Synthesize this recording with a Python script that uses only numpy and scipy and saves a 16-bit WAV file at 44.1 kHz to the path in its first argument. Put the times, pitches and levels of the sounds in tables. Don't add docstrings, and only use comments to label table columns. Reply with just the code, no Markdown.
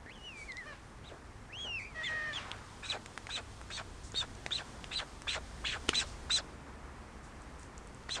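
import sys
import numpy as np
from scipy import signal
from scipy.fft import rfft, irfft, next_fast_len
from scipy.io import wavfile
from scipy.ndimage import uniform_filter1d, map_coordinates

SR = 44100
rng = np.random.default_rng(int(sys.argv[2]) if len(sys.argv) > 2 else 0)


def dump_mix(stems):
    frames = np.atleast_2d(stems).T
    limited = np.clip(frames, -1, 1)
    pcm = np.round(limited * 32767).astype(np.int16)
    wavfile.write(sys.argv[1], SR, pcm)


N = 361619
T = np.arange(N) / SR


def amp(db):
    return 10 ** (np.asarray(db) / 20)


def unit(x):
    return x / np.sqrt(np.mean(np.abs(x) ** 2) + 1e-20)


def along(points, hz):
    f, v = np.transpose(points)
    return np.interp(np.log(hz + 1), np.log(f + 1), v)


def curves(rows, t=T):
    s, *cols = np.transpose(rows)
    return [np.interp(t, s, c) for c in cols]


def around(start, end):
    return slice(round((start - .02) * SR), round((end + .02) * SR))


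def window(start, end, t, fade):
    return np.clip((t - start) / fade + 1, 0, 1) * np.clip((end - t) / fade + 1, 0, 1)


def wobble(rate, size=N):
    knots = rng.standard_normal(int(size * rate / SR) + 4)
    return map_coordinates(knots, [np.arange(size) * rate / SR])


def smoothed(field, bins, frames):
    return uniform_filter1d(uniform_filter1d(field, size=bins, axis=0), size=frames, axis=1)


def filtered(x, response):
    m = next_fast_len(len(x) + 8192)
    return irfft(rfft(x, m) * response(np.fft.rfftfreq(m, 1 / SR)), m)[:len(x)]


def tone(pitch, rough, spread):
    rough = np.clip(rough, 0, 1)
    scatter = wobble(spread, size=len(pitch)) + 1j * wobble(spread, size=len(pitch))
    carrier = np.exp(2j * np.pi * np.cumsum(pitch) / SR)
    return carrier * (np.sqrt(1 - rough) + np.sqrt(rough / 2) * scatter)


def hump(hz, centre, sharp):
    shape = 1 / (1 + (sharp * (hz / centre - centre / hz)) ** 2)
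    return shape / np.sqrt(np.mean(shape ** 2, axis=0))


def rush(spectrum, patchy_db):
    z = signal.stft(rng.standard_normal(N), nperseg=512)[2]
    patches = unit(smoothed(rng.standard_normal(z.shape), bins=8, frames=8))
    noise = signal.istft(z * amp(patchy_db * patches), nperseg=512)[1][:N]
    return unit(filtered(noise, lambda hz: amp(along(spectrum, hz))))


# frequency in Hz, relative density in dB.
RUSTLE_SPECTRUM = [(1290, -7.5), (2200, -8), (3300, -2), (3850, -3.5), (5570, -4), (7600, -6), (9750, -7),
                   (12700, 5.5), (21400, -120)]


def crackle(rate):
    hits = rng.random(N) < rate / SR
    sizes = amp(7 * rng.exponential(size=N).clip(0, 3))
    ticks = hits * sizes * rng.choice([-1, 1], N)
    return filtered(ticks, lambda hz: amp(along(RUSTLE_SPECTRUM, hz)))


# time in seconds, rumble level in dB, hum level in dB, rustle level in dB.
AIR_LEVELS = [(0, -56, -54.5, -62.5), (.48, -56, -54.5, -57.5), (1, -55.5, -54, -62),
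              (2, -53, -53.5, -59.5), (2.69, -56, -52.5, -54.5), (4.06, -50.5, -54, -56),
              (4.68, -53, -50.5, -53.5), (5.21, -50, -52.5, -56), (5.96, -46.5, -50, -51),
              (6.69, -54, -51, -60.5), (8.2, -53, -52.5, -59.5)]
# time in seconds, pitch in Hz, level in dB.
ENGINE_DRONE = [(0, 102, -61), (1.2, 102, -58), (4.3, 98, -53), (5.1, 90, -61), (5.3, 70, -58),
                (6.8, 68, -50), (8.2, 67, -58)]
# frequency in Hz, relative density in dB.
RUMBLE_SPECTRUM = [(8.8, -54), (15, -7.5), (59, 3), (200, -21.5), (260, -65), (440, -120)]
# frequency in Hz, relative density in dB.
HUM_SPECTRUM = [(76, -13), (130, 4.5), (172, -1), (238, 2), (328, -2.5), (452, -3), (568, -6.5), (884, -5),
                (1170, -5), (1320, -7.5), (1820, -10), (2510, -16), (3200, -25), (4160, -62), (7040, -120)]


def air():
    rumble_db, hum_db, rustle_db = curves(AIR_LEVELS)
    drone_hz, drone_db = curves(ENGINE_DRONE)
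    rumble = amp(rumble_db) * rush(RUMBLE_SPECTRUM, patchy_db=0.0)
    drone = amp(drone_db) * tone(drone_hz, 0.7, spread=16).real
    hum = amp(hum_db) * rush(HUM_SPECTRUM, patchy_db=.6)
    leaves = rush(RUSTLE_SPECTRUM, patchy_db=.5) + 1.6 * crackle(rate=50)
    return rumble + drone + hum + amp(rustle_db + 0.55 * wobble(14)) * leaves


# start in seconds, level in dB,
# pitch in Hz, then thud and crack in dB re that level.
SNAP_EVENTS = [(0.0622, -38.5, 1720, -1, -34), (0.2785, -47, 2920, -16, -20), (2.3324, -29, 3470, -23, -20),
               (2.5158, -20.5, 3230, -25, -45), (2.9017, -22.5, 4250, -34, -41),
               (3.0608, -29.5, 2460, -25, -4.5), (3.1768, -22, 1570, -37, -12),
               (3.2696, -24.5, 2250, -33, -36), (3.296, -39, 1920, -27, -2), (3.6144, -31, 1430, -31, -14),
               (3.7053, -32, 1560, -18, -9), (4.1434, -36, 3660, 3.5, -21), (4.4634, -16, 2130, -47, -26),
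               (4.508, -31, 3380, -12, -16), (4.8427, -25, 2840, -31, -26), (5.22, -31.5, 1520, -26, -4),
               (5.8885, -20, 1500, -20, -25), (5.8914, -8, 3030, -10.5, -9), (8.093, -26.5, 1880, -12, -30)]
# start in seconds, level in dB, pitch in Hz.
STRAW_TICKS = [(0.5205, -40.5, 4040), (0.5694, -38.5, 4500), (4.12, -41, 6240), (4.351, -41, 5800),
               (7.4195, -47, 7800), (7.596, -44.5, 8610), (7.6315, -43, 7100), (7.7794, -42, 7100),
               (7.873, -46, 7710), (7.9468, -47.5, 7750), (8.0366, -50.5, 4410)]


def snaps_and_ticks():
    out, t = np.zeros(N + SR), np.arange(SR // 20) / SR
    for s, db, hz, thud_db, crack_db in SNAP_EVENTS:
        noise = rng.standard_normal((2, len(t)))
        ring = -amp(-60 * t / .0035) * np.sin(2 * np.pi * hz * t)
        burst = filtered(noise[0], lambda f: (f > 600) / (1 + (f / 4000) ** 2))
        burst = .5 * amp(-60 * t / .018) * burst
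        thud = -(np.sin(2 * np.pi * 430 * t) + 0.39 * np.sin(2 * np.pi * 760 * t))
        thud = amp(thud_db - 60 * t / 0.014) * thud
        crack = amp(crack_db - 60 * t / 0.0088) * filtered(noise[1], lambda f: f > 4800)
        out[round(s * SR):][:len(t)] += amp(db) * (ring + burst + thud + crack)
    for s, db, hz in STRAW_TICKS:
        tick = filtered(rng.standard_normal(len(t)), lambda f: hump(f + 1, hz, sharp=1.7))
        out[round(s * SR):][:len(t)] += amp(db - 60 * t / 0.0092) * tick
    return out[:N]


# time in seconds, pitch in Hz, level in dB.
CHICK_CALLS = [
    [(0.065, 1750, -54), (0.1, 2040, -46), (0.135, 3480, -63), (0.155, 3130, -56), (0.2, 2870, -61),
     (0.25, 2980, -49), (0.28, 2920, -45.5), (0.315, 2670, -51), (0.35, 2410, -52), (0.43, 2230, -45),
     (0.462, 2445, -64), (0.5, 2083, -40), (0.55, 1852, -53), (0.585, 2090, -41.5), (0.62, 1866, -48),
     (0.655, 1707, -55), (0.675, 1842, -51), (0.705, 1758, -49.5), (0.745, 1618, -55)],
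    [(1.5, 1695, -52.5), (1.522, 2150, -58), (1.532, 2640, -45), (1.58, 3200, -46), (1.62, 3354, -40),
     (1.65, 3213, -42), (1.662, 3010, -43), (1.7, 2810, -40.5), (1.75, 2752, -37.5), (1.785, 2520, -39.5),
     (1.802, 2210, -44), (1.85, 2320, -45.5), (1.885, 2460, -52.5), (1.945, 2020, -64)],
    [(1.955, 1924, -47), (2.0, 1888, -39.5), (2.03, 1910, -41.5), (2.055, 2155, -39.5), (2.085, 1874, -39),
     (2.2, 1860, -36.5), (2.3, 1826, -38), (2.33, 1740, -46)],
]
# start in seconds, end in seconds, added share of scatter (0-1).
HOARSE = [(.05, .165, .35), (.66, .76, 0.14), (1.805, 1.877, .6), (1.95, 2.34, 0.04)]
# start in seconds, end in seconds, level in dB of the lines at thirds.
MEW_SPELLS = [(0.664, .735, -53), (1.955, 2.03, -53.5), (2.09, 2.35, -51.5)]
# multiple of a third of the pitch, level in dB re the mew level.
MEW_LINES = [(1, -3), (2, 0), (4, -5), (5, -9), (7, -15), (8, -20), (9, -17), (10, -23)]
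# pitch in Hz, overtone in dB re the voice.
VOICE_OVERTONE = [(1850, -35), (2100, -15.5), (2500, -20.5), (3300, -16)]
BREATHY_SHARE = .045
MEW_FADE_S, HOARSE_FADE_S = 0.022, .02


def chick():
    out = np.zeros(N)
    hoarse = BREATHY_SHARE + sum(share * window(a, b, T, HOARSE_FADE_S) for a, b, share in HOARSE)
    mewing = sum(amp(db) * window(a, b, T, MEW_FADE_S) ** 2 for a, b, db in MEW_SPELLS)
    for rows in CHICK_CALLS:
        start, end = rows[0][0], rows[-1][0]
        span = around(start, end)
        pitch, level_db = curves(rows, T[span])
        pitch = uniform_filter1d(pitch, size=300)
        pitch = pitch * (1 + 0.00627 * wobble(50.26, size=len(pitch)))
        rough = hoarse[span]
        overtone = amp(along(VOICE_OVERTONE, pitch)) * tone(2 * pitch, rough, spread=460)
        voice = tone(pitch, rough, spread=600) + overtone
        mew = sum(amp(db) * tone(k * pitch / 3, .07 * k + .15, spread=250) for k, db in MEW_LINES)
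        call = (amp(level_db) * voice + mewing[span] * mew).real
        out[span] += np.sqrt(2) * window(start, end, T[span], 0.011) * call
    return out


# start in seconds,
# length in seconds, centre in Hz, level in dB.
SOFT_PUFFS = [(0.365, 0.15, 7000, -58.5), (0.716, 0.1, 1955, -57), (1.101, 0.081, 517, -49.5),
              (1.64, 0.096, 550, -48.5), (1.785, 0.1, 5860, -60.5), (1.95, 0.67, 3000, -56),
              (2.326, 0.13, 2320, -50), (2.336, 0.39, 1070, -48), (4.034, 0.091, 6700, -54),
              (5.881, 0.054, 3060, -42), (6.056, 0.12, 5000, -55), (7.227, 0.09, 6500, -62),
              (7.585, 0.12, 7500, -60.5)]


def soft_puffs():
    hz, t, z = signal.stft(rng.standard_normal(N), SR, nperseg=256)
    gain = np.zeros(z.shape)
    for s, length, centre_hz, db in SOFT_PUFFS:
        phase = np.clip((t - s) / length, 0, 1)
        swell = np.sin(np.pi * phase ** 0.47)
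        gain += amp(db) * hump(hz[:, None] + 1, centre_hz, sharp=0.98) * swell
    return signal.istft(z * gain, SR, nperseg=256)[1][:N]


# start in seconds, length in seconds, top of the arch in Hz, then base levels
# of arch, closing puff and hiss in dB.
WING_STROKES = [(1.025, 0.11, 3300, -65, -62, -74), (1.568, 0.13, 2620, -63, -60, -68),
                (2.014, .13, 3070, -55, -53, -65), (2.826, .15, 3380, -57.5, -46, -54),
                (3.291, 0.12, 3520, -51.5, -45.5, -53), (3.702, 0.12, 3620, -51.5, -46.5, -53),
                (4.143, 0.11, 3660, -51, -48, -52.5), (4.508, .12, 3850, -48, -49.5, -54.5),
                (4.91, 0.13, 3650, -45.5, -45.5, -68), (5.27, 0.12, 3200, -40, -43, -50),
                (5.642, 0.14, 3200, -40, -45, -55), (5.93, 0.12, 3270, -39.5, -46.5, -41),
                (6.298, 0.113, 3767, -43.5, -47, -39), (8.089, 0.11, 3550, -47.5, -47, -47)]
# share of its length, air speed as share of the top, then arch, puff and
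# hiss in dB re the base levels.
STROKE_COURSE = [(0, 0.28, 2, -13, -8), (.1, 0.71, -1.5, -7, -6), (.2, 0.93, 1, -7, 0),
                 (.45, 0.87, -3.5, -15, 2), (.62, 0.88, 1.5, -2, 4.5), (.72, .55, -7, 2, 2.5),
                 (.85, 0.36, -13, 1, -2), (1, 0.069, -15, -6, -19)]
# centre in Hz, width in Hz, relative level in dB.
VANE_RESONANCES = [(513, 190, -1.5), (750, 90, 2), (1536, 410, -1), (2506, 410, -6), (3400, 190, -4),
                   (4010, 460, -4.5), (6670, 5600, -16.5), (7840, 1580, -2.5)]
# frequency in Hz, relative density in dB.
HISS_SPECTRUM = [(2710, -54), (4600, -0.5), (6480, 10.5), (7390, -3), (8150, 2.5), (9750, -5), (12700, -50),
                 (21400, -120)]


def swish():
    hz, t, z = signal.stft(rng.standard_normal((3, N)), SR, nperseg=256)
    hz, gain = hz[:, None] + 1, np.zeros(z.shape)
    vanes = unit(0.24 + sum(amp(db) / (1 + (2 * (hz - c) / w) ** 2) for c, w, db in VANE_RESONANCES))
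    for s, length, top_hz, arch_db, puff_db, hiss_db in WING_STROKES:
        phase = (t - s) / length
        speed, arch, puff, fizz = curves(STROKE_COURSE, phase)
        layers = [amp(arch_db + arch) * hump(hz, top_hz * speed, sharp=1.7),
                  amp(puff_db + puff) * hump(hz, 400 + .5 * top_hz * speed, sharp=0.57),
                  amp(hiss_db + fizz + along(HISS_SPECTRUM, hz / np.abs(speed) ** 0.26))]
        gain += np.array(layers) * vanes * ((phase > 0) & (phase < 1))
    streaks = unit(smoothed(rng.standard_normal(z.shape[1:]), bins=2, frames=8))
    gain *= amp(np.array([3.2, 3.2, 1.6])[:, None, None] * streaks)
    gain *= amp(1.5 * rng.standard_normal(gain.shape[::2])[:, None])
    return signal.istft(z * gain, SR, nperseg=256)[1][:, :N].sum(axis=0)


FLUTTER_DB = 1.7


def whistle(pitch, level_db, rasp):
    pitch = pitch * (1 + 0.0087 * wobble(129.0, size=len(pitch)))
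    level_db = level_db + FLUTTER_DB * wobble(73, size=len(pitch))
    rough = rasp - .018 * (level_db + 29)
    voice = tone(pitch, rough, spread=390) + amp(-18) * tone(2 * pitch, rough, spread=510)
    return np.sqrt(2) * amp(level_db) * voice.real


# start, crest
# and end in seconds, crest pitch in Hz, level in dB, swell from start to end in dB, depth of the arch as
ARCHED_WHISTLES = [(1.04, 1.074, 1.105, 3930, -55.5, 5, 1.7, 0),
                   (2.037, 2.052, 2.088, 3590, -37.5, 2, .75, 0),
                   (2.336, 2.347, 2.386, 3480, -37, 6, .5, 0),
                   (2.841, 2.872, 2.93, 3960, -50, -14, 0.57, 0.24),
                   (2.896, 2.899, 2.98, 4016, -36, -3, 1.8, 0.35),
                   (3.303, 3.344, 3.378, 4024, -39, 9, .9, 0), (3.715, 3.755, 3.772, 3800, -47.5, 3, .3, 0),
                   (3.725, 3.755, 3.775, 4500, -46.5, 5, 1.1, 0.1),
                   (4.15, 4.186, 4.215, 3744, -35.5, 8, 0.28, 0),
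                   (4.152, 4.185, 4.2, 4470, -38.5, 5, 1.05, 0.3),
                   (4.513, 4.553, 4.588, 4040, -32.5, 1, 1.2, 0.44),
                   (4.918, 4.959, 5.003, 4050, -37.5, 6, 0.52, 0.57),
                   (4.971, 4.966, 5, 4700, -42, -1, 0.54, .3),
                   (5.281, 5.317, 5.36, 4080, -41, -24, 1.3, 0.5),
                   (5.652, 5.675, 5.76, 3420, -41.5, -6, .15, 0.4),
                   (5.664, 5.69, 5.72, 4250, -48.5, 4, 0.63, 0.4),
                   (5.947, 5.982, 6.012, 4030, -31, 1, 1.08, 0),
                   (6.31, 6.345, 6.378, 4050, -29, -2, .65, .08), (8.11, 8.138, 8.46, 4150, -37, 4, 1.4, 0)]
# start in seconds, end in seconds, level in dB.
INNER_WHISTLES = [(2.83, 2.86, -49.5), (2.891, 2.924, -46.5), (3.305, 3.387, -51), (3.78, 3.793, -44),
                  (5.285, 5.35, -49), (5.655, 5.732, -48), (5.96, 6.025, -45)]
RISE_BEND_HZ_PER_S2, FALL_BEND_HZ_PER_S2 = 450000, 850000
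INNER_START_HZ, INNER_RISE_HZ_PER_S, INNER_RASP = 2460, 1520, .3
WEAKER_DB_PER_KHZ, WHISTLE_FADE_S = 8.5, .006


def feathers_and_chirps():
    out = np.zeros(N)
    for start, crest, end, top_hz, db, swell_db, depth, rasp in ARCHED_WHISTLES:
        span = around(start, end)
        t = T[span]
        bend = np.where(t < crest, RISE_BEND_HZ_PER_S2, FALL_BEND_HZ_PER_S2) * depth
        sag_hz = np.minimum(bend * (t - crest) ** 2, top_hz / 2)
        swell = swell_db * ((t - start) / (end - start) - .5)
        level_db = db - WEAKER_DB_PER_KHZ * sag_hz / 1000 + swell
        out[span] += window(start, end, t, WHISTLE_FADE_S) * whistle(top_hz - sag_hz, level_db, rasp)
    for start, end, db in INNER_WHISTLES:
        span = around(start, end)
        t = T[span]
        pitch = INNER_START_HZ + INNER_RISE_HZ_PER_S * (t - start)
        out[span] += window(start, end, t, WHISTLE_FADE_S) * whistle(pitch, db, INNER_RASP)
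    return out


TREES_T60_S = 0.069


def trees(x):
    t = T[:SR // 3]
    tail = rng.standard_normal(len(t)) * amp(-60 * t / TREES_T60_S)
    return signal.fftconvolve(x, np.pad(tail, (200, 0)) / np.linalg.norm(tail))[:N]


def scene():
    nest = chick() + feathers_and_chirps() + swish() + soft_puffs() + snaps_and_ticks()
    return (nest + amp(-17.5) * trees(nest) + air())[None]


# frequency in Hz, gain in dB.
MIC_RESPONSE = [(7000, -1), (9000, -1.5), (9900, -4.5), (10100, -19.5), (11800, -37), (12200, -28),
                (14000, -32)]
TOP_HZ = 14100


def record(dry):
    sound = filtered(dry[0], lambda hz: amp(along(MIC_RESPONSE, hz)) * (hz < TOP_HZ))
    whine = amp(-82) * np.sin(2 * np.pi * SR / 4 * T)
    return (sound + whine)[None]


dry = scene()
out = record(dry)
dump_mix(out)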